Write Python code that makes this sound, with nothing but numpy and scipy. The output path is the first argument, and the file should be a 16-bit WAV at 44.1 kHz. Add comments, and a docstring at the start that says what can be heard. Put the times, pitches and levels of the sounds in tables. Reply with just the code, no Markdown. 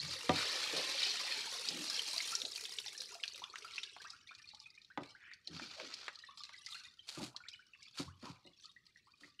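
"""Hauling net fish traps

Net fish traps are hauled into a small outrigger boat on a calm sea, heard from a metre or two away.
Water pours off the mesh as bursts of noise and swarms of bubbles, then thins to a patter and single drips.
Big drops and drips mix noise with a ringing tone; wet netting rustles as filtered, tiny catches.
The trap's frame bumps the wooden hull, which rings at its own pitches; its taps are short noise cracks."""
import sys
import numpy as np
from scipy import signal
from scipy.fft import rfft, irfft
from scipy.io import wavfile
from scipy.ndimage import uniform_filter1d

SR = 44100
rng = np.random.default_rng(int(sys.argv[2]) if len(sys.argv) > 2 else 0)


def transcribe(signal):
    """Save signal, clipped to [-1, 1], as a 16-bit WAV file at the path in sys.argv[1]."""
    frames = np.atleast_2d(signal).T
    limited = np.clip(frames, -1, 1)
    pcm = np.round(limited * 32767).astype(np.int16)
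    wavfile.write(sys.argv[1], SR, pcm)


N = 414540
TIME = np.arange(N) / SR

# Levels below are those of each sound before the echo, the treble cuts and the noise suppressor.
# the biggest drops smacking the water and the boat: (time [s], peak level [dB], pitch [Hz])
BIG_DROPS = [(0.429, -33, 4140), (1.0308, -21.5, 3730), (1.687, -21, 4640), (1.899, -26, 4970),
             (1.993, -24.5, 3000), (2.1799, -21.5, 4520), (2.203, -31.5, 2060), (2.352, -21.5, 5400),
             (2.4171, -27.5, 3600), (2.4515, -26, 4000), (2.519, -35, 5050), (2.559, -28.5, 4360),
             (2.653, -31.5, 3430), (2.7855, -26.5, 3510), (2.8614, -34.5, 4180), (2.881, -33.5, 3540),
             (2.9778, -34.5, 5450), (3.003, -34, 3920), (3.236, -24, 2920), (3.2786, -28, 4150),
             (3.439, -32.5, 3300), (3.7583, -37, 4340), (3.7803, -28, 2510), (3.8325, -31, 3600),
             (4.1028, -37.5, 4990), (4.35, -42.5, 4200), (4.4893, -41.5, 4370), (4.547, -41.5, 4360),
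             (4.6007, -41.5, 4780), (4.703, -48, 4670), (4.817, -47.5, 4200), (4.847, -47, 3860),
             (5.335, -42.5, 4400), (5.4734, -32.5, 4110), (5.94, -30.5, 4720), (6.156, -40, 4240),
             (6.4354, -35.5, 4260), (6.662, -34.5, 4780), (6.723, -39, 3915), (7.089, -34.5, 4460),
             (7.3635, -32, 4150), (7.485, -35.5, 3890), (7.5449, -46.5, 2190), (7.7497, -49.5, 2030),
             (7.828, -44, 5040), (7.862, -50.5, 2300), (7.9866, -33, 4360), (8.656, -42, 4450)]
# the clearest air bubbles trapped by drips:
# (time [s], peak level [dB], starting pitch [Hz], pitch climb [octaves/s])
DRIP_BUBBLES = [(2.135, -45.5, 943, 12), (2.325, -39.5, 1280, 8.5), (2.949, -48, 1713, 5),
                (3.121, -50.5, 907, 23), (3.15, -48, 679, 0), (3.419, -41.5, 920, 18),
                (3.536, -43, 1213, 12), (3.646, -41, 1311, 5), (4.004, -48.5, 1550, 24),
                (4.045, -44, 1078, 30), (4.133, -49.5, 1303, 12), (4.291, -44.5, 2350, 6.5),
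                (4.309, -46.5, 1236, 18.5), (4.535, -52, 873, 1.5), (4.659, -48, 2440, 5.5),
                (4.776, -51, 2325, 11), (4.902, -50, 1410, 21), (5.149, -50, 1424, 28),
                (5.313, -44.5, 1727, 27), (6.237, -45, 1803, 9.5), (6.287, -47.5, 1047, 9),
                (6.54, -45.5, 1942, 11.5), (6.666, -42, 1970, 11), (6.72, -53.5, 1120, 11.5),
                (6.747, -48, 1257, 23.5), (6.804, -54.5, 1467, 11), (6.857, -54.5, 1854, 11),
                (6.992, -46.5, 3066, 6.5), (7.345, -50.5, 902, 34.5), (7.403, -48, 1418, 3),
                (7.437, -48, 2300, 2), (7.45, -51, 1258, 33), (7.592, -53.5, 1394, 16),
                (7.734, -47.5, 2596, 9.5), (8.077, -49.5, 993, 21), (8.763, -52, 1854, 9),
                (8.959, -51.5, 1860, 10), (9.07, -57, 980, 17.5), (9.234, -47.5, 1860, 11),
                (9.392, -42, 2906, 11)]
# water sloshing in the mesh and along the hull:
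# (start [s], length [s], level [dB], pitch at start [Hz], pitch at end [Hz])
SLOSH_EVENTS = [(0.338, 0.13, -48.5, 1940, 2030), (0.721, 0.13, -54.5, 875, 390),
                (1.649, 0.22, -55.5, 327, 283), (2.422, 0.053, -58.5, 377, 660),
                (5.172, 0.2, -62.5, 1950, 2230), (5.455, 0.13, -62, 440, 221),
                (5.748, 0.13, -58, 850, 258.5), (7.141, 0.12, -59.5, 1300, 650),
                (8.215, 0.1, -58.5, 1300, 910)]
# dribbles shaken from the traps as they are handled: (start [s], length [s], level [dB])
DRIBBLES = [(1.88, 0.1, -46.5), (3.624, 0.22, -57), (3.926, 0.82, -69.5), (4.356, 0.11, -63.5),
            (5.016, 0.093, -62.5), (5.515, 0.77, -62.5), (6.368, 0.49, -60.5), (7.494, 0.06, -64),
            (7.794, 0.07, -63), (8.43, 0.05, -70.5), (8.625, 0.046, -64)]
# wet netting dragged and squeezed: (start [s], length [s], level [dB], crisp treble against it [dB])
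RUSTLES = [(5.536, 0.51, -54.5, -20.5), (6.714, 0.018, -70.5, 11.5), (7.092, 0.16, -51, -8),
           (7.987, 0.0092, -45.5, -10.5), (8.234, 0.07, -55.5, -14.5), (9.203, 0.034, -62.5, -11.5)]
# pitches at which strands rasp as they catch: (pitch [Hz], level against the rub [dB])
STRANDS = [(1350, -13), (2400, -14.5), (4200, -21)]
# blows on the hull; a harder contact lets more treble through:
# (time [s], peak level [dB], hardness as a treble cut-off [Hz], fade time of the scuff [s])
HULL_BLOWS = [(0.0, -46.5, 141.6, 0.079), (0.292, -19.5, 1020, 0.0096), (0.334, -37.5, 350, 0.018),
              (0.729, -41, 805, 0.055), (4.975, -32.5, 1100, 0.0195), (5.498, -48.5, 191, 0.11),
              (5.614, -44.5, 360, 0.023), (7.172, -40, 550, 0.03), (7.207, -37.5, 450, 0.019),
              (7.995, -33, 610, 0.012), (8.047, -47, 113, 0.05), (8.225, -45, 500, 0.045),
              (8.288, -43.5, 260, 0.015), (8.449, -54, 644, 0.027), (9.214, -59.5, 400, 0.035)]
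# ringing pitches of the hull, before each blow varies them:
# (pitch [Hz], strength [dB], time to fade by 60 dB [s])
HULL_MODES = [(91, -21, 0.33), (127, -14.5, 0.25), (163.5, -6, 0.16), (217, -3, 0.046), (291, 2, 0.092),
              (362, -3, 0.091), (526, -3.5, 0.08), (605, -3, 0.078), (736.5, -5.5, 0.087),
              (976.5, -5, 0.07), (1210, 1, 0.047), (1937, -2, 0.042)]
# sharp taps of the trap's frame on the wood: (time [s], peak level [dB], pitch [Hz])
FRAME_TAPS = [(0.2935, -21, 1920), (3.557, -31.5, 2350), (3.964, -42, 880), (4.975, -28.5, 840),
              (5.034, -39.5, 2210), (5.597, -34, 1250), (5.799, -34, 1470), (6.081, -29, 1430),
              (6.493, -44, 1280)]
# tone colour of the bright spray: (frequency [Hz], relative level [dB])
SPRAY_COLOUR = [(400, -35), (900, -6.5), (1500, -16.5), (2400, -6), (3300, -4.5), (4300, 2), (5700, -4),
                (6500, -10), (8500, -14.5), (11000, -19), (15500, -35.5)]
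# tone colour of the low splash: (frequency [Hz], relative level [dB])
SPLASH_COLOUR = [(60, -29), (250, -8.5), (450, -1.5), (700, -4.5), (1700, 3), (2600, -25.5), (5000, -47.5)]
# tone colour of the rubbing mesh: (frequency [Hz], relative level [dB])
MESH_COLOUR = [(150, -11.5), (600, -2.5), (1400, -0.5), (2600, 1.5), (4500, 8), (6000, -2.5), (8000, -15),
               (12000, -47)]
# tone colour of the crisp treble of the mesh: (frequency [Hz], relative level [dB])
CRISP_COLOUR = [(4000, -21), (7000, 16.5), (9500, 12), (12000, 2), (15000, -16)]
# tone colour of the sea's wash: (frequency [Hz], relative level [dB])
SEA_COLOUR = [(25, -7.5), (90, 7), (400, -3.5), (900, -25), (4400, -9.5), (7000, -18), (15000, -28.5)]

# the runoff grows while the trap is lifted, is fullest as it clears the sea, then drains away
CLEAR_S, SPRAY_DB, LIFT_DB_PER_S, DRAIN_DB_PER_S = .75, -40, 2.5, 5
# the low splash under the stream, and the dB it loses for each dB of flow
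SPLASH_DB, SPLASH_SLOPE = -54, 0.88
# drops in the fullest stream, and the fall in flow that halves their number
FULL_DROPS_PER_S, HALVING_DB = 2900, 4.5
# swung inboard, the trap loses part of its stream, and later runs empty
INBOARD_S, SWING_S, INBOARD_LOSS_DB, EMPTY_S = 2.35, 0.22, 4.5, 4.126
# boost of the fine spray above 6 kHz: always some, more while the stream crosses the boat's edge
FINE_DB, GUNWALE_DB, GUNWALE_S, CROSSING_S = 2.5, 10.5, 2.52, 0.77
# the hardest blow shakes a slop of water out of the mesh; until then some flow is held back
SLOP_S, SLOP_LENGTH_S, SLOP_DB, HELD_DB = .36, 0.079, 4, 3.5
# how fast a dribble or a pull on the net swells and fades; level of the constant seep
DRIBBLE_ATTACK_S, DRIBBLE_RELEASE_S, SEEP_DB = 0.018, 0.026, -71.5
PULL_ATTACK_S, PULL_RELEASE_S = 0.018, 0.037
# bubbles in a slosh, the spread of their sizes, and the cycles each one rings
SLOSH_BUBBLES_PER_S, SLOSH_SPREAD_OCTAVES, SLOSH_CYCLES = 330, .38, 17
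# the frame rattles as it scuffs: spread of its little catches
RATTLE_DB = 6
SEA_DB = -76
# the recorder's noise suppressor: how far above the quietest level it opens, and its deepest cut
SUPPRESS_ABOVE_DB, SUPPRESS_DEPTH_DB = 6, -6.5
TOP_HZ = 15600


def runoff():
    """Drops smack the sea and leave bubbles; as the flow thins, fewer of them overlap."""
    flow = flow_db()
    rate = FULL_DROPS_PER_S * 2 ** (np.maximum(flow, -20) / HALVING_DB)
    hits = steady(smacks(rate, spread_db=6.5), 0.23)
    small_bubbles = steady(fizz(1.6 * rate, low_hz=1700, high_hz=11000, cycles=30, spread_db=3.5), .14)
    spray = colour(hits + small_bubbles, SPRAY_COLOUR)
    fine_db = FINE_DB + GUNWALE_DB * np.exp(-((TIME - GUNWALE_S) / CROSSING_S) ** 2)
    treble = signal.butter(2, 6000, "high", fs=SR, output="sos")
    spray += (undb(fine_db) - 1) * signal.sosfiltfilt(treble, spray)
    # the stream wanders over the water, and its colour shifts with it
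    shifts = [band(spray, hz, 2.5) * (surge(rate=9, depth_db=2.5) - 1) for hz in (2000, 3100, 4600)]
    spray = spray + sum(shifts)
    large_bubbles = steady(fizz(rate / 10, low_hz=400, high_hz=2200, cycles=26, spread_db=4), .2)
    splash = colour(large_bubbles + undb(11.5) * hits, SPLASH_COLOUR)
    slop = SLOP_DB * swell(SLOP_S, SLOP_LENGTH_S, attack=.02, release=0.52)
    spray = unit(spray) * undb(SPRAY_DB + flow)
    splash = unit(splash) * undb(SPLASH_DB + SPLASH_SLOPE * flow + slop)
    draining = np.clip((EMPTY_S - TIME) / 0.18 + .5, 0, 1)
    gush = surge(rate=22, depth_db=0.63 - 0.051 * flow)  # the thinner the stream, the more it sputters
    return draining * gush * (spray + splash)


def flow_db():
    """Flow off the trap relative to its fullest: lifted, shaken free, draining, swung inboard."""
    lifting, draining = np.maximum(CLEAR_S - TIME, 0), np.maximum(TIME - CLEAR_S, 0)
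    inboard = np.clip((TIME - INBOARD_S) / SWING_S + .5, 0, 1)
    held = np.clip((SLOP_S - TIME) / .04, 0, 1)
    rise = -LIFT_DB_PER_S * lifting - HELD_DB * held
    return rise - DRAIN_DB_PER_S * draining - INBOARD_LOSS_DB * inboard


def smacks(rate, spread_db, burst_s=0.002):
    """Drops hitting water: each is a noise burst of a few milliseconds; in a full stream they merge."""
    hit_energy = clicks(rate, spread_db) ** 2
    energy = signal.lfilter([1], [1, -np.exp(-1 / (burst_s * SR))], hit_energy)
    return np.sqrt(energy) * rng.standard_normal(N)


def fizz(rate, low_hz, high_hz, cycles, spread_db):
    """A swarm of bubbles of random sizes, each ringing for a set number of cycles, more or less."""
    out, sizes = np.zeros(N), clicks(rate, spread_db)
    starts = np.flatnonzero(sizes)
    draws = rng.random((len(starts), 3))
    for i, (pitch_draw, ring_draw, rise_draw) in zip(starts, draws):
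        hz = low_hz * (high_hz / low_hz) ** pitch_draw
        t60 = cycles * (.5 + ring_draw) / hz
        rise = rise_draw ** 4 / t60 / 2  # most bubbles barely climb
        add(out, i / SR, sizes[i] * bubble(hz, rise, t60, 2 / hz))
    return out


def bubble(hz, rise, t60, attack):
    """A ringing bubble; its pitch climbs, by an octave at most, as it nears the surface."""
    t = seconds(t60)
    pitch = hz * 2 ** np.minimum(rise * t, 1)
    tone = np.sin(2 * np.pi * np.cumsum(pitch) / SR)
    return tone * (1 - np.exp(-t / attack)) * np.exp(-np.log(1000) * t / t60)


def drops(splat_s=0.0046, spatter_db=-19, splat_db=-2):
    """Each big drop: a brief ping, a noisy splat and a spatter of droplets that dies away more slowly."""
    out, t = np.zeros(N), seconds(.08)
    fade = np.exp(-t / splat_s) + undb(spatter_db) * np.exp(-t / .007)
    shape = (1 - np.exp(-t / .0005)) ** 2 * fade
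    for s, db, hz in BIG_DROPS:
        splat = band(band(shape * rng.standard_normal(len(t)), hz, 2.53), hz, 0.9)
        sound = peak(splat, splat_db)
        ping = bubble(hz, 25, 26 / hz, .0008)[:len(t)]
        sound[:len(ping)] += peak(band(ping, hz, 1.0), 0)
        add(out, s, peak(sound, db))
    return out


def drips(tick_db=-14):
    """A faint tick as the drip lands, with the plink of its bubble; low and fast-climbing ones ring longer."""
    out, t = np.zeros(N), seconds(0.035)
    for s, db, hz, rise in DRIP_BUBBLES:
        plink = bubble(hz, rise, (66 + 1.5 * rise) / hz, attack=0.002)
        # the bubble's loudness wobbles in the churned water
        wobble = unit(uniform_filter1d(rng.standard_normal(len(plink)), size=110))
        add(out, s, peak(plink * (1 + .5 * wobble), db))
        tick = band(band(rng.standard_normal(len(t)), 3000, 2.1), 3100, 1.0) * np.exp(-t / 0.011)
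        add(out, s, peak(tick, db + tick_db))
    return out


def trickle():
    """Scattered clusters of droplets: a tiny tick or a short ping each."""
    pings = steady(fizz(300, low_hz=1100, high_hz=11000, cycles=70, spread_db=3.5), .1)
    ticks = 1.3 * band(steady(smacks(100, spread_db=4), .1), 3500, .6)
    clusters = surge(rate=28, depth_db=3.5)
    droplets = unit(colour(pings + ticks, SPRAY_COLOUR) * clusters)
    shaken = sum(undb(db) * swell(s, length, DRIBBLE_ATTACK_S, DRIBBLE_RELEASE_S)
                 for s, length, db in DRIBBLES)
    return droplets * (undb(SEEP_DB) + shaken)


def deck_patter():
    """Held over the boat, the trap dribbles on a plank that drums softly."""
    plank = band(band(clicks(65, spread_db=1), 400, 3.7), 400, 3.7)
    return unit(plank) * undb(-75) * swell(start=2.2, length=1.7, attack=0.24, release=0.17)


def sloshes():
    """Each slosh is a cloud of bubbles that swells and fades; its pitch shifts with their size."""
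    out = np.zeros(N)
    for s, length, db, start_hz, end_hz in SLOSH_EVENTS:
        cloud, total = np.zeros(N), int(SLOSH_BUBBLES_PER_S * length) + 2
        for k, (when, size) in enumerate(rng.standard_normal((total, 2))):
            along = np.clip((k + .5 + when / 2) / total, 0, 1)  # 0 at the start of the slosh, 1 at its end
            hz = start_hz * (end_hz / start_hz) ** along * 2 ** (SLOSH_SPREAD_OCTAVES * size)
            ring = bubble(hz, 6.4, SLOSH_CYCLES / hz, 1 / hz)
            add(cloud, s + along * length, np.sin(np.pi * along) * ring)
        out += cloud * undb(db) * np.sqrt(length * SR / np.sum(cloud ** 2))
    return out


def netting():
    """Wet strands slip over each other in tiny catches; each pull swells and dies away."""
    rub = unit(steady(smacks(1100, spread_db=4), .04))
    rub = unit(rub * surge(rate=45, depth_db=2.2) * surge(rate=11, depth_db=1.5))
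    rasp = np.zeros(N)
    for hz, db in STRANDS:
        strand = band(band(rub, hz, 6), hz, 1)
        rasp += undb(db) * unit(strand * surge(rate=35, depth_db=5))
    body, crisp = unit(colour(rub, MESH_COLOUR) + rasp), colour(rub, CRISP_COLOUR)
    out = np.zeros(N)
    for s, length, db, crisp_db in RUSTLES:
        pull = swell(s, length, PULL_ATTACK_S, PULL_RELEASE_S)
        out += undb(db) * pull * (body + undb(crisp_db) * crisp)
    return out


def knocks(clatter_db=-10):
    """A blow and the scuff after it ring the hull; every spot weights the ringing pitches differently."""
    out, t = np.zeros(N), seconds(.35)
    hz, mode_db, t60 = np.transpose(HULL_MODES)[:, :, None]
    polarity = (-1) ** np.arange(len(HULL_MODES))[:, None]
    for s, db, hard_hz, scuff_s in HULL_BLOWS:
        weight, detune = rng.standard_normal((len(HULL_MODES), 2)).T[:, :, None]
        modes = polarity * undb(mode_db + weight) * np.sin(2 * np.pi * hz * (1 + .02 * detune) * t)
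        ring = np.sum(modes * np.exp(-np.log(1000) * t / t60), axis=0)
        # loose gear clatters along with the planks
        clatter = unit(band(rng.standard_normal(len(t)), 550, .6)) * np.exp(-t / 0.045)
        ring += undb(clatter_db) * clatter
        push = undb(-24) * rng.standard_normal(len(t)) * np.exp(-t / scuff_s)
        catches = np.repeat(rng.standard_normal(len(t)), int(.007 * SR))[:len(t)]  # a new one every 7 ms
        push *= undb(RATTLE_DB * catches)
        push[0] += 1  # the blow itself
        contact = signal.butter(2, [65, max(hard_hz, 90)], "band", fs=SR, output="sos")
        push = signal.sosfilt(contact, push)
        add(out, s, peak(signal.fftconvolve(ring, push)[:len(t)], db))
    return out


def taps(crack_s=0.002, ring_s=0.0094, ring_db=-11):
    """The frame hits wood with a dry crack, and the stick rings briefly."""
    out, t = np.zeros(N), seconds(.1)
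    for s, db, hz in FRAME_TAPS:
        crack, ring = rng.standard_normal((2, len(t)))
        crack = unit(band(band(crack, hz, 0.51), hz, 1.0)) * np.exp(-t / crack_s)
        ring = unit(band(band(ring, hz, 0.81), hz, 0.93)) * np.exp(-t / ring_s)
        add(out, s, peak(crack + undb(ring_db) * ring, db))
    return out


def sea():
    """The faint wash of the calm sea: steady noise given the sea's tone colour."""
    return undb(SEA_DB) * colour(rng.standard_normal(N), SEA_COLOUR)


def boat_echo(x, near_db, tail_db, near_s=0.0073, tail_s=0.088, count=6):
    """Planks, booms and the water scatter a short echo; it changes as the water falls in different spots."""
    t, out = seconds(.3), np.zeros(N)
    shares = np.array([wander(rate=9) for _ in range(count)])
    for share in shares / np.linalg.norm(shares, axis=0):
        # fading noise after a gap of 1 ms
        near = rng.standard_normal(len(t)) * np.exp(-t / near_s) * (t > .001)
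        tail = rng.standard_normal(len(t)) * np.exp(-t / tail_s) * (t > .001)
        response = undb(near_db) * near / np.linalg.norm(near) + undb(tail_db) * tail / np.linalg.norm(tail)
        out += signal.oaconvolve(x * share, response)[:N]
    return x + out


def suppress(x, size=1024):
    """Noise suppressor: each narrow band is turned down while it stays near its own quietest level."""
    spectrum = signal.stft(x, nperseg=size, noverlap=size * 3 // 4)[2]
    power = uniform_filter1d(np.abs(spectrum) ** 2, size=3, axis=-2)
    power = np.maximum(signal.lfilter([.5], [1, -.5], power), 0)  # it reacts with a short lag
    noise = uniform_filter1d(np.percentile(power, 15, axis=-1, keepdims=True), size=15, axis=-2)
    above = (power / (np.abs(noise) * undb(SUPPRESS_ABOVE_DB) ** 2 + 1e-30)) ** 2
    gain = (above + undb(SUPPRESS_DEPTH_DB)) / (above + 1)
    return signal.istft(spectrum * gain, nperseg=size, noverlap=size * 3 // 4)[1][..., :N]


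def clicks(rate, spread_db):
    """Random impacts: many small, a few large."""
    hit = rng.random(N) < rate / SR
    size_db = spread_db * np.minimum(rng.exponential(size=N), 4)
    return hit * rng.choice([-1, 1], N) * undb(size_db)


def steady(x, window):
    """Even out the slow level of a stream of grains and keep its fine grain."""
    width = int(window * SR)
    power = np.maximum(uniform_filter1d(uniform_filter1d(x ** 2, width), width), 0)
    return x / np.sqrt(power + np.mean(x ** 2) / 1000)


def surge(rate, depth_db):
    """Uneven gushes or catches: a gain that wanders at random."""
    return undb(depth_db * wander(rate))


def wander(rate):
    """A value that drifts at random around zero, heading for a new target rate times a second."""
    knots = np.arange(0, TIME[-1] + 1, 1 / rate)
    return np.interp(TIME, knots, rng.standard_normal(len(knots)))


def swell(start, length, attack, release):
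    """Envelope that builds up to its start, holds, and dies away."""
    before, after = (start - TIME) / attack, (TIME - start - length) / release
    return np.exp(-np.maximum(np.maximum(before, after), 0))


def colour(x, points):
    """Filter with the given (frequency [Hz], level [dB]) shape, no pre-echo and unit power gain."""
    size = 4096
    hz, db = np.transpose(points)
    grid_hz = np.arange(size // 2 + 1) * SR / size
    log_gain = np.log(undb(np.interp(np.log(grid_hz + 1), np.log(hz), db)))
    # folding the cepstrum makes the response start at once (minimum phase)
    cepstrum = irfft(log_gain)
    cepstrum[1:size // 2] *= 2
    cepstrum[size // 2 + 1:] = 0
    response = irfft(np.exp(rfft(cepstrum)))
    return signal.oaconvolve(x, response / np.linalg.norm(response))[:len(x)]


def band(x, hz, q):
    """One resonance; a higher q is narrower and rings longer."""
    return signal.lfilter(*signal.iirpeak(min(hz, SR * .45), q, fs=SR), x)


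def seconds(length):
    """Time axis of a short sound."""
    return np.arange(int(length * SR) + 2) / SR


def undb(db):
    """Decibels to gain."""
    return 10 ** (np.asarray(db) / 20)


def unit(x):
    """Scale to an average (rms) level of 1."""
    return x / np.sqrt(np.mean(x ** 2) + 1e-20)


def peak(x, db):
    """Scale to a peak level."""
    return x * undb(db) / np.abs(x).max()


def add(out, s, x):
    """Mix x into out from time s."""
    i = int(np.clip(s * SR, 0, N - 1))
    out[i:i + len(x)] += x[:N - i]


def scene():
    """Water, netting and hull over the faint wash of the sea."""
    # water and wet wood are soft: single impacts carry little top treble
    soft = signal.butter(2, 8500, fs=SR, output="sos")
    water = runoff() + trickle() + sloshes() + signal.sosfilt(soft, drips())
    impacts = signal.sosfilt(soft, drops() + taps())
    far = boat_echo(water, near_db=-6.0, tail_db=-7.0)
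    near = boat_echo(impacts, near_db=-11, tail_db=-14)
    hull = signal.sosfilt(soft, knocks())
    return (far + near + netting() + deck_patter() + hull + sea())[None]


def record(dry):
    """The recorder suppresses faint steady noise and cuts the top."""
    top_cut = signal.ellip(10, .2, 70, TOP_HZ, fs=SR, output="sos")
    return signal.sosfilt(top_cut, suppress(dry))


dry = scene()
out = record(dry)
transcribe(out)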